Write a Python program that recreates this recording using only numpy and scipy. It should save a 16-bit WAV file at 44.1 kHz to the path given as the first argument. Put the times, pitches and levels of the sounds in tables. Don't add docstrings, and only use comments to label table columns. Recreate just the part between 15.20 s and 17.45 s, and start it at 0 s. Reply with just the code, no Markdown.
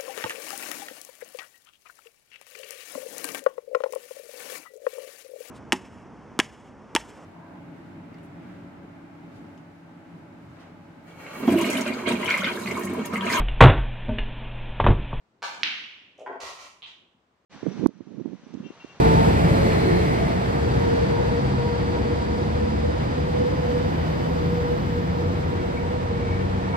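import sys
import numpy as np
from scipy import signal
from scipy.fft import rfft, irfft
from scipy.io import wavfile

SR = 44100
rng = np.random.default_rng(int(sys.argv[2]) if len(sys.argv) > 2 else 0)


def dump(signal):
    limited = np.clip(np.atleast_2d(signal).T, -1, 1)
    pcm = np.round(limited * 32767).astype(np.int16)
    wavfile.write(sys.argv[1], SR, pcm)


N = 99225
PAD = 2 ** 18
HZ = np.maximum(np.arange(PAD // 2 + 1) * SR / PAD, 1)
TIME = np.arange(N) / SR


def from_db(db):
    return 10 ** (np.asarray(db) / 20)


def at_hz(points, hz):
    f, v = np.transpose(points)
    return np.interp(np.log(hz), np.log(f), v)


def fader(rows):
    s, db = np.transpose(rows)
    return from_db(np.interp(TIME, s, db, left=-np.inf, right=-np.inf))


def rms_one(x):
    return x / np.sqrt(np.mean(x ** 2) + 1e-20)


def eq(x, curve):
    cepstrum = irfft(np.log(from_db(at_hz(curve, HZ))))
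    cepstrum[1:PAD // 2] *= 2
    cepstrum[PAD // 2 + 1:] = 0
    return irfft(rfft(x, PAD) * np.exp(rfft(cepstrum)))[..., :N]


def clicks(rows):
    out = np.zeros(N)
    for s, db in rows:
        out[int(s * SR)] += from_db(db)
    return out


def chatter(x, decay_s):
    buzz = rng.standard_normal(N) * np.exp(-TIME / decay_s)
    return signal.fftconvolve(x, buzz / np.linalg.norm(buzz))[:N]


def resonant(x, rings):
    return x + sum(from_db(db) * signal.lfilter(*signal.iirpeak(hz, hz / width, fs=SR), x)
                   for hz, width, db in rings)


def panned(x, pan_db):
    return x * from_db(np.array([[pan_db], [-pan_db]]) / 2)


# f/Hz, left-right correlation
HALL_CORRELATION = [(60, .8), (200, 0.95), (480, 0.71), (950, 0.18), (1900, -0.054), (8000, 0.11)]

def diffuse(pair):
    a, b = rfft(pair, PAD, axis=1)
    alike = at_hz(HALL_CORRELATION, HZ)
    mid, side = a * np.sqrt((1 + alike) / 2), b * np.sqrt((1 - alike) / 2)
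    return irfft(np.array([mid + side, mid - side]))[:, :N]


# f/Hz, level/dB
AIR_EQ = [(20, -23), (55, -3), (120, -0.5), (290, -0.5), (500, -3), (1000, -4), (2000, -12), (4000, -19.5),
          (8000, -29), (10500, -41.5), (16000, -38)]

def air():
    return from_db(-69) * rms_one(eq(diffuse(rng.standard_normal((2, N))), AIR_EQ))


# t/s, level/dB
ROLL_FADER = [(.1, -76), (.25, -65.5), (.44, -56.5), (.55, -67), (.63, -59), (.69, -72.5), (.97, -68.5),
              (1.65, -80), (1.83, -65), (1.92, -83), (2.2, -100)]
# f/Hz, level/dB
ROLL_EQ = [(40, -25), (100, -5), (170, -1.5), (320, 3), (600, -11), (1500, -28.5), (8000, -60)]

def roll():
    return rms_one(eq(diffuse(rng.standard_normal((2, N))), ROLL_EQ)) * fader(ROLL_FADER)


# f/Hz, t60/s
HALL_DECAY = [(200, 0.44), (800, 0.86), (1600, 0.76), (2900, 0.9), (4200, 0.69), (6000, 0.76),
              (13000, 0.71)]

def hall(x, t60_scale=1.0):
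    predelay_s, attack_s, scatter_s = 0.0034, 0.0054, 0.046
    density = np.clip(TIME / scatter_s, .1, 1) ** 2
    echoes = rng.standard_normal((2, N)) * (rng.random((2, N)) < density) / np.sqrt(density)
    field = rfft(diffuse(echoes))
    centres = np.sort([hz for hz, t60 in HALL_DECAY])
    hz = np.maximum(np.arange(N // 2 + 1) * SR / N, 1)
    attack = np.clip((TIME - predelay_s) / attack_s, 0, 1)
    response = 0
    for centre, share in zip(centres, np.eye(len(centres))):
        band = irfft(field * np.interp(np.log(hz), np.log(centres), share), N)
        envelope = attack * from_db(-60 * TIME / (t60_scale * at_hz(HALL_DECAY, centre)))
        response = response + band * envelope / np.linalg.norm(envelope)
    return signal.fftconvolve(x[None], response, axes=1)[:, :N]


# t/s, level/dB
TIP_HIT = [(.2213, -5)]
SHAFT_HITS = [(.2268, -0.5), (.2415, -7)]
# f/Hz, level/dB
TIP_EQ = [(50, -24), (130, -14.5), (220, -4), (350, -12), (500, 9.5), (750, -2.5), (1000, 9), (1600, 4.5),
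          (3000, -5.5), (4300, -5.5), (7000, -24), (16000, -46)]
SHAFT_EQ = [(50, -28), (200, -10.5), (350, -11.5), (520, 0), (850, 7.5), (1150, 7), (1900, -0.5),
            (2600, 3.5), (4300, 0.5), (6000, -4), (8000, -16), (11000, -23.5), (16000, -30.5)]
# f/Hz, width/Hz, level/dB
SHAFT_PEAKS = [(829, 120, -0.5), (1550, 130, 4), (1740, 100, 2), (2330, 180, 7.5), (3040, 120, 5),
               (3700, 590, 2), (4190, 130, 1), (6510, 400, -1.5), (7690, 300, 1.5)]

def cue():
    tip = eq(.5 * clicks(TIP_HIT) + chatter(clicks(TIP_HIT), decay_s=0.0055), TIP_EQ)
    buzz = chatter(clicks(SHAFT_HITS), decay_s=0.006)
    shaft = eq(resonant(buzz, SHAFT_PEAKS), SHAFT_EQ)
    direct = from_db(-6) * tip + from_db(-9) * shaft
    return panned(direct, pan_db=-1) + from_db(0.6) * hall(tip + shaft, t60_scale=0.93)


# delay/s, level/dB, pan/dB
WALL_ECHOES = [(.0058, -14.5, -5), (0.0107, -30.5, -4.5), (0.0111, -15, 3.5), (0.0162, -24, 0.5),
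               (0.0268, -10.5, 0.5), (.0302, -21, -2.5), (0.042, -17, 5)]

def ball_click(hit, curve, direct_db, hall_db, echo_db, t60_scale):
    s, db, pan_db = hit
    click = eq(clicks([(s, db)]), curve)
    walls = sum(panned(from_db(loss) * np.pad(click, (int(lag * SR), 0))[:N], side)
                for lag, loss, side in WALL_ECHOES)
    direct = from_db(direct_db) * panned(click, pan_db)
    return direct + from_db(echo_db) * walls + from_db(hall_db) * hall(click, t60_scale)


# t/s, level/dB, pan/dB
CRACK_HIT = (.4331, 0, -3.5)
# delay/s, level/dB
SHADE_TAPS = [(.0032, -6), (.00342, -5)]
# f/Hz, level/dB
CRACK_EQ = [(50, -28), (110, -14), (190, -5), (300, -4), (470, -15), (750, -6.5), (1100, 0.5), (1600, 9),
            (2300, 15), (3000, 15.5), (4200, 7.5), (6000, -6), (7800, -27.5), (11000, -35), (16000, -48.5)]
SHADE_EQ = [(100, -28.5), (1500, -11.5), (2500, 5.5), (3400, 3.5), (5000, 5.5), (6300, 4), (8000, -28.5),
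            (16000, -42)]

def crack():
    s, db, pan_db = CRACK_HIT
    shade = eq(clicks([(s + lag, db + loss) for lag, loss in SHADE_TAPS]), SHADE_EQ)
    click = ball_click(CRACK_HIT, CRACK_EQ, direct_db=0, hall_db=4.3, echo_db=-2, t60_scale=1.02)
    return click + panned(shade, pan_db)


# t/s, level/dB
SCUFF_FADER = [(.976, -74), (.988, -53.5), (1.015, -50), (1.035, -58.5), (1.047, -72)]
# t/s, level/dB
TICK_HITS = [(.9805, -9), (.997, -3)]
JAW_HITS = [(.9885, -6.5), (1.006, -7.5), (1.0155, -5.5), (1.022, -4), (1.0325, -3.5)]
# f/Hz, level/dB
SCUFF_EQ = [(80, -30), (260, -8), (430, -4.5), (610, 4.5), (800, 2.5), (1100, -13), (1700, -26.5),
            (2750, -8), (4300, -32.5), (6500, -24), (9000, -34.5), (16000, -60)]
TICK_EQ = [(500, -55), (4300, -41), (6100, -24), (8000, -41), (16000, -62)]
JAW_EQ = [(80, -38), (180, -29), (270, -10.5), (400, -3), (580, 7), (740, -2), (1000, -27), (1600, -38),
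          (3000, -49), (16000, -82)]

def pocket_mouth():
    scuff = rms_one(eq(rng.standard_normal(N), SCUFF_EQ)) * fader(SCUFF_FADER)
    ticks = eq(clicks(TICK_HITS), TICK_EQ)
    bumps = eq(clicks(JAW_HITS), JAW_EQ)
    return panned(bumps + scuff + ticks, pan_db=-1.5) + hall(bumps + scuff, t60_scale=0.44)


# t/s, level/dB
FRAME_HITS = [(1.0625, -4.5), (1.0675, -4.5), (1.0755, -3), (1.082, -28), (1.129, -7.5)]
NET_HITS = [(1.069, -3.5), (1.0866, -5.5), (1.097, -1), (1.104, -2), (1.111, 2), (1.157, -3.5),
            (1.229, -8.5)]
# f/Hz, level/dB
FRAME_EQ = [(80, -30), (250, -35), (450, 2.5), (750, 5.5), (1100, 10.5), (1520, 1.5), (1850, 1),
            (2300, -12), (3200, -19.5), (4000, -36), (6500, -34), (10000, -71), (16000, -71)]
NET_EQ = [(60, -14), (200, -8), (300, 1.5), (1100, 0), (2200, -4), (5000, -30), (16000, -58.5)]
# f/Hz, level/dB, t60/s
POCKET_RING = [(261.4, -47, 0.091), (383.3, -39, 0.081), (498, -38, 0.052), (585, -44, 0.027),
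               (666, -38.5, 0.11), (898, -36.5, 0.044), (1079, -46.5, 0.12)]

def pocket():
    contacts = clicks(FRAME_HITS)
    knocks = eq(0.55 * contacts + 0.59 * chatter(contacts, decay_s=0.0046), FRAME_EQ)
    ring = 0
    for hz, db, t60 in POCKET_RING:
        radius, angle = np.exp(-np.log(1000) / (t60 * SR)), 2 * np.pi * hz / SR
        blows = clicks([(s, force + db + rng.normal(0, 0.78)) for s, force in NET_HITS])
        mode = signal.lfilter([.5, 0, -.5], [1, -2 * radius * np.cos(angle), radius ** 2], blows + 1e-18)
        ring = ring + rng.choice([-1, 1]) * mode
    thuds = eq(ring, NET_EQ)
    direct = knocks + from_db(1) * thuds
    return panned(direct, pan_db=-1.5) + hall(from_db(3.5) * knocks + thuds, t60_scale=0.97)


# t/s, level/dB
RAIL_FADER = [(1.197, -99), (1.202, -41), (1.216, -36), (1.25, -41), (1.29, -43.5), (1.345, -56),
              (1.39, -46.5), (1.45, -49.5), (1.49, -66), (1.56, -63)]
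# f/Hz, level/dB
RAIL_EQ = [(40, -14), (80, -4.5), (160, -17), (300, -10.5), (500, -9.5), (1100, 0), (1600, -6),
           (2400, -5.5), (4000, -1.5), (6200, -2), (8000, -12.5), (11000, -20.5), (16000, -33)]
# f/Hz, width/Hz, level/dB
ROD_PEAKS = [(548, 30, 7), (638, 220, 8.5), (1062, 68, 10), (1250, 90, 6), (1945, 110, 11), (2330, 71, 10),
             (2646, 85, 4.5)]

def rail():
    grains_per_s = 2700
    grains = (rng.random(N) < grains_per_s / SR) * rng.standard_normal(N)
    skid = rms_one(eq(resonant(grains, ROD_PEAKS), RAIL_EQ)) * fader(RAIL_FADER)
    return from_db(-7) * panned(skid, pan_db=-5.0) + from_db(1.5) * hall(skid, t60_scale=0.61)


# t/s, level/dB, pan/dB
STOP_HIT = (1.6216, 0, -1.9)
# t/s, level/dB
SETTLE_HITS = [(1.655, -1), (1.668, -1.5)]
# f/Hz, level/dB
STOP_EQ = [(100, -27), (600, -30), (1100, -12), (1650, -27), (2300, -11.5), (3100, -2), (3900, -6.5),
           (5000, -28), (8000, -48), (12000, -77), (16000, -85)]
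SETTLE_EQ = [(100, -33), (600, -20), (1300, -16), (2000, -10.5), (3600, -13), (5000, -17.5), (7000, -27.5),
             (10000, -45.5), (16000, -70)]

def rail_end():
    click = ball_click(STOP_HIT, STOP_EQ, direct_db=-7, hall_db=7.3, echo_db=-1, t60_scale=.7)
    return click + hall(eq(clicks(SETTLE_HITS), SETTLE_EQ), t60_scale=0.59)


# t/s, level/dB
STEP_HIT = [(1.948, -8)]
# f/Hz, level/dB
STEP_EQ = [(40, -33), (130, -11.5), (250, -6), (500, -35), (1200, -34), (4000, -59), (16000, -80)]

def step():
    thump = eq(clicks(STEP_HIT), STEP_EQ)
    return thump + from_db(-3) * hall(thump)


def scene():
    return air() + roll() + cue() + crack() + pocket_mouth() + pocket() + rail() + rail_end() + step()


# f/Hz, left minus right level/dB
MIC_TILT = [(40, 1), (200, 2.5), (600, 2), (1100, 1.5), (1900, 0), (3200, -2), (4700, -3), (6500, -4.5),
            (8700, -7), (12500, 0.5)]

def record(dry):
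    pair = np.array([eq(channel, [(hz, side * db / 2) for hz, db in MIC_TILT])
                     for channel, side in zip(dry, (1, -1))])
    stopband_hz = 16600
    return signal.sosfilt(signal.cheby2(14, 60, stopband_hz, fs=SR, output="sos"), pair)


dry = scene()
out = record(dry)
dump(out)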